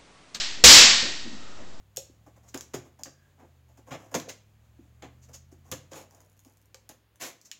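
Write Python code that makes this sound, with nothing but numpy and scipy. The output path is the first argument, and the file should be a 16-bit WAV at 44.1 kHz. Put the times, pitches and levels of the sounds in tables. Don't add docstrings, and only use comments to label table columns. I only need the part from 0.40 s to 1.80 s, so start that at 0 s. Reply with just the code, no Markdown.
import sys
import numpy as np
from scipy import signal
from scipy.fft import rfft, irfft
from scipy.io import wavfile

SR = 44100
rng = np.random.default_rng(int(sys.argv[2]) if len(sys.argv) > 2 else 0)


def transcribe(u):
    v = np.clip(np.atleast_2d(u).T, -1, 1)
    q = np.round(v * 32767).astype(np.int16)
    wavfile.write(sys.argv[1], SR, q)


N = 61739

# start_s, level_db
SWORD_BLOWS = [(-.29, 2), (0.2384, 11)]
# freq_hz, density_db
CRACK_SPECTRUM = [(40, -15), (130, -20), (250, -9), (600, -11.5), (1200, -11), (2000, -5.5), (3000, -3),
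                  (4300, 2), (5500, 2.5), (6500, 0.5), (7600, .5), (10000, -3.5)]
# pitch_hz, width_hz, lift_db
BLADE_RESONANCES = [(500, 60, -1), (1118, 80, 2.5), (1930, 90, 1), (2685, 140, 1.5), (4240, 150, 0.5),
                    (4800, 220, -0.5), (5120, 160, 0)]
# pitch_hz, level_db, t60_s
KNOCK_MODES = [(55.8, -19.5, 0.18), (120, -26, 0.074), (501, -17.5, 0.12), (715, -19.5, 0.065)]
# pitch_hz, level_db, t60_s
RING_MODES = [(1840, -38.5, 1.42), (1910, -46.5, 1.86), (2174, -39, 1.15), (2934, -27, 0.87),
              (3810, -39, 1.3)]
# freq_hz, t60_s
ROOM_DECAY = [(50, .55), (120, 0.82), (300, 0.47), (700, 0.64), (1800, 0.74), (4000, 0.68), (5500, .58),
              (8000, 0.54)]
# freq_hz, density_db
HISS_SPECTRUM = [(25, 4), (60, 2), (130, -3.5), (250, 0.5), (500, -4), (1000, -7), (2000, -13.5),
                 (4000, -14), (7500, -16), (10000, -16.5)]
# start_s, level_db, slap_over_thud_db
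FOOTFALLS = [(0.169, -51.5, 2.5), (.445, -38, -12), (.62, -38, 0), (0.846, -40, -18), (0.934, -47, -23),
             (1.183, -48, 0.5)]
# freq_hz, density_db
THUD_SPECTRUM = [(30, -17), (90, -10.5), (160, -11), (215, 0), (310, -3), (410, -19), (1000, -29),
                 (4000, -45)]
# freq_hz, density_db
SLAP_SPECTRUM = [(100, -11), (350, 1), (620, 0.5), (900, -8.5), (2000, -9), (4000, -23.5), (8000, -28)]
# freq_hz, density_db
SWISH_SPECTRUM = [(300, -12), (900, -28), (1270, 3.5), (1600, -8), (2000, -10), (2600, -6), (8000, -18)]

ROOM_BUILD_S = 0.055
TIME_S = np.arange(N) / SR
FREQ_HZ = np.fft.rfftfreq(N, 1 / SR)


def undb(db):
    return 10 ** (np.asarray(db) / 20)


def along_hz(points, hz):
    points_hz, values = np.array(points, float).T
    return np.interp(np.log(np.maximum(hz, 1)), np.log(points_hz), values)


def noise(spectrum, resonances=()):
    shape_db = along_hz(spectrum, FREQ_HZ)
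    for pitch_hz, width_hz, lift_db in resonances:
        shape_db += lift_db / (1 + (2 * (FREQ_HZ - pitch_hz) / width_hz) ** 2)
    shaped = irfft(rfft(rng.standard_normal(N)) * undb(shape_db), N)
    return shaped / shaped.std()


def fade(start_s, t60_s, attack_s):
    age_s = np.maximum(TIME_S - start_s, 0)
    return (1 - np.exp(-age_s / attack_s)) * np.exp(-np.log(1000) * age_s / t60_s)


def modes(table, start_s, attack_s):
    out = 0
    for pitch_hz, level_db, t60_s in table:
        tone = np.sin(2 * np.pi * (pitch_hz * TIME_S + rng.random()))
        out += undb(level_db) * tone * fade(start_s, t60_s, attack_s)
    return out


def room_tail(source, start_s, late_db=-41, late_t60_s=1.83):
    spectrum = rfft(source)
    centres_hz = 62.5 * 2 ** np.arange(0, 7.6, .5)
    out = 0
    for centre_hz, weights in zip(centres_hz, np.eye(len(centres_hz))):
        band_gain = along_hz(np.c_[centres_hz, weights], FREQ_HZ)
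        band = irfft(spectrum * band_gain, N)
        out += band * fade(start_s, along_hz(ROOM_DECAY, centre_hz), ROOM_BUILD_S)
    return out + undb(late_db) * source * fade(start_s, late_t60_s, ROOM_BUILD_S)


def swords(crack_db=1, room_db=2):
    out = 0
    for start_s, level_db in SWORD_BLOWS:
        crack = noise(CRACK_SPECTRUM, BLADE_RESONANCES) * fade(start_s, t60_s=.12, attack_s=.0035)
        knock = modes(KNOCK_MODES, start_s, attack_s=.0026)
        ring = modes(RING_MODES, start_s, ROOM_BUILD_S)
        room = room_tail(noise(CRACK_SPECTRUM, BLADE_RESONANCES), start_s)
        out += undb(level_db) * (undb(crack_db) * crack + knock + ring + undb(room_db) * room)
    return out


def room_tone(hiss_db=-48.5, hum_hz=96, hum_db=-63.5):
    hum = np.sqrt(2) * np.sin(2 * np.pi * hum_hz * TIME_S)
    return undb(hiss_db) * noise(HISS_SPECTRUM) + undb(hum_db) * hum


def feet(attack_s=.006):
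    out = 0
    for start_s, level_db, slap_db in FOOTFALLS:
        thud = noise(THUD_SPECTRUM) * fade(start_s, t60_s=.53, attack_s=attack_s)
        slap = noise(SLAP_SPECTRUM) * fade(start_s, t60_s=.55, attack_s=attack_s)
        out += undb(level_db) * (thud + undb(slap_db) * slap)
    return out


def swish(peak_s=1.08, sigma_s=.11, level_db=-51.5):
    swell = np.exp(-.5 * ((TIME_S - peak_s) / sigma_s) ** 2)
    return undb(level_db) * noise(SWISH_SPECTRUM) * swell


def overload(x, ceiling=.67, knee=11, oversample=4):
    fine = signal.resample_poly(x, oversample, 1, axis=-1)
    flattened = fine / (1 + np.abs(fine / ceiling) ** knee) ** (1 / knee)
    return signal.resample_poly(flattened, 1, oversample, axis=-1)


def scene():
    return np.tile(swords() + feet() + swish() + room_tone(), (2, 1))


def record(dry):
    mic_edge_hz, dull_hz, cut_hz = 7843, 9600, 15750
    dc_offset = -.02
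    mic_lowpass = signal.butter(20, mic_edge_hz, fs=SR, output="sos")
    clipped = overload(signal.sosfilt(mic_lowpass, dry) + dc_offset)
    gentle_rolloff = 1 / np.sqrt(1 + (FREQ_HZ / dull_hz) ** 4)
    steep_cut = 1 / np.sqrt(1 + (FREQ_HZ / cut_hz) ** 400)
    return irfft(rfft(clipped) * gentle_rolloff * steep_cut, N)


dry = scene()
out = record(dry)
transcribe(out)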